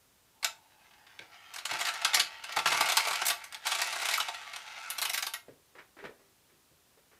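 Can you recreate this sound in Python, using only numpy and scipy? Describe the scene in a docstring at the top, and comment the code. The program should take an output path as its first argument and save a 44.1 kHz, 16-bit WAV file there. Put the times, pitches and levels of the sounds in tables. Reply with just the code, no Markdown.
"""A small room: a rolling-ball clock turns the hour. The lift arm drops a steel ball on the top track;
it tips three plastic rails in turn. Their balls clatter down, rumble over the grain of the tracks and
clack into the queue, steel on steel. The plastic frame rings, and low thumps lie under the heavy blows.
A few soft knocks and bumps follow over a quiet hiss."""
import sys
import numpy as np
from scipy import signal
from scipy.io import wavfile

SR = 44100
rng = np.random.default_rng(int(sys.argv[2]) if len(sys.argv) > 2 else 0)


def int16_out(signal):
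    """Quantize to a 16-bit WAV file."""
    q = np.round(np.clip(np.atleast_2d(signal).T, -1, 1) * 32767)
    wavfile.write(sys.argv[1], SR, q.astype(np.int16))


N = 317079
TIME_S = np.arange(N) / SR
BINS_HZ = abs(np.fft.fftfreq(4096, 1 / SR))

# tipped rails emptying: start/s, end/s, rumble/dB, rattle/dB, jostling blows/dB
POURS = [(1.699, 1.945, -40.5, -47.5, -35), (2.661, 3.167, -37.5, -40.5, -32.5),
         (3.664, 4.152, -39.5, -39, -37)]


def blows(contact_s=0.0011, chatter_s=0.011, rise_s=0.001, echo_s=0.0036, hardness_hz=3500):
    """Each blow: a hard contact, a quick early echo of it, then chatter through the loose rails."""
    # spectrum of a blow, and the extra of steel on steel: f/Hz, level/dB
    blow_colour = [(30, -38), (100, -24.5), (230, -22.5), (400, -13.5), (570, -8.5), (720, 1.5),
                   (1400, -0.5), (2500, -0.5), (4000, 4), (6000, -4.5), (9000, -6.5), (12800, -11),
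                   (15200, -23)]
    steel_colour = [(5500, 0.5), (8000, 0), (13000, 5.5)]
    # spread of a blow's bass and treble over the spectrum: f/Hz, share/(dB per dB)
    bass_share = [(900, 0.61), (1900, 0.31)]
    treble_share = [(3200, 0.021), (8000, 1.1), (13000, 1.56)]
    t, out = np.arange(SR // 12) / SR, np.zeros(N)
    onset = SR // 100  # band levels refer to the first 10 ms
    rattle = grains(per_s=16000, spread_db=2.5)
    envelope = (1 - np.exp(-t / rise_s)) ** 2 * np.exp(-t / chatter_s)
    pole = np.exp(-2 * np.pi * hardness_hz / SR)
    for s, db, bass_db, treble_db, contact_db, steel in strikes():
        chatter = envelope * rattle[round(s * SR):][:len(t)]
        contact = unit(np.exp(-t / contact_s) * rng.standard_normal(len(t))) + unit(1. * (t == 0))
        contact = unit(signal.lfilter([1, -1], [1, -pole], contact))  # a small ball radiates little bass
        echo = amp(-2) * np.roll(contact, round(echo_s * rng.uniform(0.88, 1.2) * SR))
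        force = amp(contact_db - 5) * (contact + echo) + unit(chatter)
        tone_db = curve(blow_colour) + steel * curve(steel_colour)
        tone_db += (bass_db - 7.5) * curve(bass_share) + (treble_db + 1) * curve(treble_share)
        sound = colour(force, tone_db + 3 * ripple(spacing_hz=330))
        bass = band(sound, 1400, "low")
        mid = band(sound, [1400, 6000], "band")
        treble = band(sound, 6000, "high") * np.exp(-10 * t)
        for part, gain_db in ((bass, bass_db - 2), (mid, -1), (treble, treble_db)):
            add(out, s, amp(db + gain_db) * part / np.std(part[:onset]))
    return out


def strikes():
    """All blows: t/s, level/dB, bass/dB, treble/dB, contact/dB, queue-clack flag."""
    # clicks and knocks of balls on rails, tracks and each other:
    # t/s, level/dB, relative bass/dB, treble/dB, first contact/dB
    hits = [(0.427, -36.5, -6, -7, -18), (0.4455, -24, -13.5, -4.5, 6.5), (0.908, -60.5, -4, -16, 0),
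            (1.066, -54, -7, -14, -8), (1.1912, -41.5, -10, -15, 12), (1.539, -43, -5.5, -2, 0),
            (1.561, -40.5, -4.5, -3, 3), (1.584, -39, -11.5, -6.5, -6), (1.6527, -30.5, -9.5, -4.5, -5),
            (1.7118, -32.5, -2, -8, 4), (1.81, -31.5, -5.5, -5, -1), (1.8518, -30.5, -22, -6.5, 0),
            (1.8842, -30.5, -11, -8, -4), (2.017, -37.5, -3, -7.5, 2), (2.0476, -20.5, -8, -7, 3),
            (2.1325, -26.5, -10, -11, -12), (2.143, -21.5, -12.5, -1.5, -11), (2.17, -28.5, -2.5, -11.5, 4),
            (2.1963, -20, -21, -6, -4), (2.4396, -39, -7.5, -6, 0), (2.4934, -42, 1, -10, 19),
            (2.5232, -37.5, -11, -6.5, 5), (2.5629, -34.5, -1, -4, -3), (2.569, -29, 2, -11, 6),
            (2.589, -28.5, -8.5, -9.5, 4), (2.6569, -23, -1.5, -9.5, -20), (2.672, -30, -8, -4.5, 0),
            (2.718, -29.5, -2.5, -8, -10), (2.746, -33, 1, -6.5, 9), (2.8052, -30, 4.5, -4, -10),
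            (2.8079, -28.5, -14, -4.5, -1), (2.897, -31, -7, -5.5, -7), (2.9206, -27.5, -5.5, -4.5, -2),
            (2.9702, -21, -7.5, -3, 4.5), (3.0708, -33, 0, -3, -17), (3.1077, -32, -1, -4.5, -4),
            (3.157, -31.5, -15, -5.5, 9), (3.2155, -30, -1.5, -7, -7), (3.439, -45.5, -6, -1, -16),
            (3.5247, -44, -5, -3, 9), (3.5456, -36.5, -12, -8, 9), (3.653, -37.5, -2, -7, -5),
            (3.6669, -29, -9.5, -3, -14), (3.718, -28.5, -9.5, -7.5, -1), (3.7516, -34.5, -8, -4.5, 12),
            (3.8167, -28, -7, -4.5, 2), (3.9589, -40, 4.5, -3, 4), (4.053, -31.5, -10, -4.5, -11),
            (4.0868, -30, -8.5, -4.5, 0), (4.1103, -31, -11, -5.5, -1), (4.1377, -26.5, -16, -6.5, 1),
            (4.1999, -26.5, -6.5, -8, -5), (4.2834, -33, -2, -9, -8), (4.344, -38.5, -15, -9, -16),
            (4.533, -40, -8.5, -8.5, -9), (4.562, -39, -7, -5, 9)]
    # returning balls strike the queue: t/s, level/dB, relative treble/dB
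    clacks = [(3.254, -32, -1), (3.266, -31, 4.5), (3.283, -29, 1.5), (3.301, -25.5, -7),
              (4.1768, -38, 1.5), (4.9022, -36, 3), (4.9833, -31, -3.5), (5.0166, -30, -2),
              (5.0235, -31.5, -3), (5.052, -29.5, -4.5), (5.096, -31, -2.5), (5.1343, -35.5, 0),
              (5.142, -31, -4), (5.1758, -30, -3.5), (5.225, -30, -4.5), (5.267, -31, -3.5),
              (5.337, -34, -2)]
    clatter = [(*hit, False) for hit in hits]
    # brighter clack, harder contact
    queue = [(s, db, -9.5, treble_db, 1.5 + 0.39 * treble_db, True) for s, db, treble_db in clacks]
    return clatter + queue + jostles()


def jostles(per_s=20, spread_db=2.5, slots=24):
    """Balls drop off an emptying rail at uneven intervals; rows as in strikes()."""
    rows = []
    for start, end, _, _, mean_db in POURS:
        times_s = start + (np.arange(slots) + rng.random(slots)) / per_s
        levels_db = mean_db + spread_db * rng.standard_normal(slots)
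        rows += [(s, db, -6, -5, 1.5, False) for s, db in zip(times_s, levels_db) if s < end]
    return rows


def rolling(jolt_db=3, jolts_per_s=50, hop=N // 56):
    """Balls rumble over the grain of the plastic; where they crowd, they tick against each other."""
    # spectra of rumble and ticks: f/Hz, level/dB
    roll_colour = [(40, -27), (150, -36.5), (450, -12.5), (800, 4.5), (1060, -2.5), (1340, 5), (1750, 2.5),
                   (2300, 2), (4200, -1.5), (6200, -7.5), (8000, -19), (15000, -25.5)]
    tick_colour = [(200, -39), (800, -17.5), (3000, 10.5), (7000, 11), (11000, 3), (15000, -27.5)]
    rumble_db, tick_db = traffic()
    jolts = np.interp(TIME_S * jolts_per_s, np.arange(400), rng.standard_normal(400))
    force = grains(per_s=2500, spread_db=3.3) * amp(rumble_db - 3 + jolt_db * jolts)
    rumble = np.zeros(N)
    for start in range(0, N - 2 * hop, hop):
        stretch = force[start:start + 2 * hop] * signal.windows.cosine(2 * hop)
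        # a lone quiet ball picks out a few resonances; a crowd evens them out
        spot_db = np.interp(rumble_db[start + hop], [-58, -50], [5.5, 3])
        add(rumble, start / SR, colour(stretch, curve(roll_colour) + spot_db * ripple(spacing_hz=150)))
    ticks = grains(per_s=700, spread_db=3.5) * amp(tick_db - 4)
    return rumble + colour(ticks, curve(tick_colour))


def traffic():
    """Rumble/dB and rattle/dB over time: power sum of all runs and pours."""
    # balls on a track: start/s, end/s, final level/dB, gain with speed/dB, relative rattle/dB
    runs = [(0.62, 1.625, -53.5, 16.5, -33), (1.93, 2.178, -38, 13, -21.5), (2.238, 2.61, -44, 13, -22),
            (3.323, 3.65, -53, 3.5, -24), (4.2, 5.1, -47, 3, -6)]
    rumble, rattle = np.full((2, N), 1e-12)
    for start, end, db, gained_db, rattle_db in runs:
        power = (amp(db) * swell(start, end, gained_db, fade_db_per_s=139.5)) ** 2
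        rumble += power
        rattle += power * amp(rattle_db) ** 2
    for start, end, rumble_db, rattle_db, _ in POURS:
        gain = swell(start, end, gained_db=0, fade_db_per_s=75)
        rumble += (amp(rumble_db) * gain) ** 2
        rattle += (amp(rattle_db) * gain) ** 2
    return 10 * np.log10(rumble), 10 * np.log10(rattle)


def swell(start_s, end_s, gained_db, fade_db_per_s, rise_db_per_s=595.5):
    """Rolling sets in quickly, grows with speed, then dies away."""
    to_go = np.clip((end_s - TIME_S) / (end_s - start_s), 0, 1)
    before_s, after_s = np.maximum(start_s - TIME_S, 0), np.maximum(TIME_S - end_s, 0)
    return amp(-gained_db * to_go - rise_db_per_s * before_s - fade_db_per_s * after_s)


def ripple(spacing_hz):
    """Random peaks and dips: each spot on a track favours other resonances; the bass varies least."""
    peaks = np.interp(BINS_HZ / spacing_hz, np.arange(1000), rng.standard_normal(1000))
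    return peaks * np.minimum(BINS_HZ / 1500, 1)


def frame(x):
    """The plastic frame passes every blow on and rings with its own modes."""
    # frame and hollow base: f/Hz, width/Hz, level/dB re the plain blow
    modes = [(91.7, 3.9, -9.5), (158, 9, 2.5), (370.4, 10, 4), (695, 50, 0.5), (870.4, 19, 3),
             (902, 4.2, 10.5), (1155, 15, 6.5), (1343, 39, -2.5), (1450, 13, 1), (1570, 30, 0.5),
             (1910, 30, 0), (2165, 190, 2.5), (2568, 90, 1.5), (2850, 47, 0.5)]
    return amp(-1.5) * (x + sum(amp(db) * resonate(x, hz, width_hz) for hz, width_hz, db in modes))


def knocks(roughness=1.13, width_hz=380, rise_s=0.0018):
    """Hollow thuds with a scuff: early ones from the rails, soft ones after the balls settle."""
    # t/s, thud/dB, thud f/Hz, scuff/dB, decay/s
    events = [(0.441, -47, 680, -56, 0.0086), (4.18, -26, 1300, -44, 0.0063), (5.481, -48, 468, -60, 0.019),
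              (5.75, -56.5, 389, -55.5, 0.039), (5.784, -59, 432, -48, 0.02),
              (5.967, -56, 336, -55.5, 0.019), (5.986, -54.5, 398, -50.5, 0.032),
              (6.024, -48, 403, -59, 0.022), (6.039, -44, 403, -45, 0.012), (6.05, -47, 400, -43, 0.015),
              (6.092, -46, 437, -61, 0.016), (6.192, -64, 393, -70, 0.059),
              (6.494, -71.5, 332, -68.5, 0.041), (6.973, -63, 438, -71.5, 0.028),
              (7.114, -65.5, 443, -63.5, 0.056)]
    # f/Hz, level/dB
    scuff_colour = [(30, -22), (110, -28), (230, -11), (600, -3.5), (1400, 2.5), (2000, 3.5), (2700, -5),
                    (5500, -18.5), (12000, -34)]
    t, out = np.arange(SR // 5) / SR, np.zeros(N)
    for s, thud_db, hz, scuff_db, decay_s in events:
        push, rub = rng.standard_normal((2, len(t)))
        envelope = (1 - np.exp(-t / rise_s)) * np.exp(-t / decay_s)
        hollow = unit(resonate(resonate(push, hz, width_hz), hz, width_hz))
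        thud = unit(envelope * (unit(np.sin(2 * np.pi * hz * t)) + roughness * hollow))
        scuff = unit(envelope * colour(rub, curve(scuff_colour)))
        add(out, s, (amp(thud_db - 1) * thud + amp(scuff_db) * scuff) / unit(envelope).max())
    return out


def thumps(decay_s=0.026):
    """Short low thumps: under the heavy blows, then soft bumps after the balls settle."""
    # t/s, level/dB
    events = [(1.195, -58.5), (1.712, -54), (2.196, -55), (2.569, -49), (2.657, -49.5), (2.727, -49),
              (2.805, -51.5), (5.481, -55), (6.047, -54.5), (6.52, -69), (6.71, -69.5)]
    # f/Hz, level/dB
    thump_colour = [(30, -26.5), (80, -6.5), (150, 3), (215, -6.5), (350, 4), (520, 1), (900, -32),
                    (3000, -70.5)]
    t, out = np.arange(SR // 5) / SR, np.zeros(N)
    for s, db in events:
        thump = colour(rng.standard_normal(len(t)) * np.exp(-t / decay_s), curve(thump_colour))
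        add(out, s, amp(db) * thump / np.std(thump[:SR // 40]))
    return out


def lift(hz=850, width_hz=240, db=-70):
    """Faint hollow whir: the first ball leaves the lift arm and runs along the top track."""
    whir = resonate(resonate(rng.standard_normal(N), hz, width_hz), hz, width_hz)
    return amp(db) * unit(whir) * np.interp(TIME_S, [0.32, 0.35, 1.4, 1.7], [0, 1, 1, 0])


def room(x, wet_db, tilt_db_per_10khz, gap_s=0.009, echoes_per_s=4000):
    """Short tail of sparse reflections; the treble dies first."""
    # f/Hz, t60/s
    decay = [(500, 0.31), (2200, 0.23), (14000, 0.2)]
    out, t = x.copy(), np.arange(SR // 2) / SR
    for k in range(3):
        taps = rng.choice([-1., 1.], len(t)) * (rng.random(len(t)) < echoes_per_s / SR) * (t > gap_s)
        hz, delay_s, spectra = signal.stft(taps, SR, nperseg=256)
        fade_db = -60 * delay_s / curve(decay, hz)[:, None] + tilt_db_per_10khz * hz[:, None] / 10000
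        tail = signal.istft(spectra * amp(fade_db), SR, nperseg=256)[1]
        # moving balls change the path: three tails crossfade at 1 Hz
        share = np.sqrt(2 / 3) * np.cos(2 * np.pi * (TIME_S + k / 3))
        out += amp(wet_db) * signal.fftconvolve(x * share, tail / np.linalg.norm(tail))[:N]
    return out


def hiss(db=-66):
    """Faint room rumble and microphone hiss."""
    # f/Hz, density/dB
    spectrum = [(15, -28), (25, -21), (81, -8.5), (172, -13), (488, -15.5), (1210, -17), (2020, -20),
                (2930, -19.5), (15000, -23.5)]
    return amp(db) * unit(colour(rng.standard_normal(N), curve(spectrum)))


def grains(per_s, spread_db):
    """Random tiny contacts, a few much stronger than the rest."""
    size = amp(spread_db * np.minimum(rng.exponential(1, N), 4))
    return unit(size * rng.choice([-1, 1], N) * (rng.random(N) < per_s / SR))


def colour(x, gain_db):
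    """Minimum-phase filter of unit energy; one gain for each of BINS_HZ."""
    log_response = signal.hilbert(np.log(amp(gain_db))).conj()
    taps = np.fft.ifft(np.exp(log_response)).real[:len(BINS_HZ) // 2]
    return signal.fftconvolve(x, taps / np.linalg.norm(taps))[:len(x)]


def band(x, hz, kind):
    """Third-order Butterworth filter."""
    return signal.sosfilt(signal.butter(N=3, Wn=hz, btype=kind, fs=SR, output="sos"), x)


def resonate(x, hz, width_hz):
    """One resonance of unit gain."""
    r = np.exp(-np.pi * width_hz / SR)
    return 2 * signal.lfilter([1 - r], [1, -r * np.exp(2j * np.pi * hz / SR)], x).real


def curve(points, hz=BINS_HZ):
    """Joins (f/Hz, value) points on a log-frequency axis."""
    f, value = np.transpose(points)
    return np.interp(np.log(hz + 1), np.log(f + 1), value)


def amp(db):
    """dB to gain."""
    return 10 ** (np.asarray(db) / 20)


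def unit(x):
    """Scales to unit rms."""
    return x / np.sqrt(np.mean(x ** 2) + 1e-20)


def add(mix, s, sound):
    """Mixes a sound in at time s."""
    part = mix[round(s * SR):][:len(sound)]
    part += sound[:len(part)]


def scene():
    """The clock on its table, close by; mono."""
    around = lift() + room(knocks() + thumps(), wet_db=-5.5, tilt_db_per_10khz=3.5) + hiss()
    clock = room(frame(rolling() + blows()), wet_db=-8.5, tilt_db_per_10khz=0.5)
    return (clock + around)[None]


def record(dry):
    """Steep low-pass at 15550 Hz."""
    taps = signal.firwin(255, 15550, window=("kaiser", 8), fs=SR)
    return signal.oaconvolve(dry, taps[None], "same")


dry = scene()
out = record(dry)
int16_out(out)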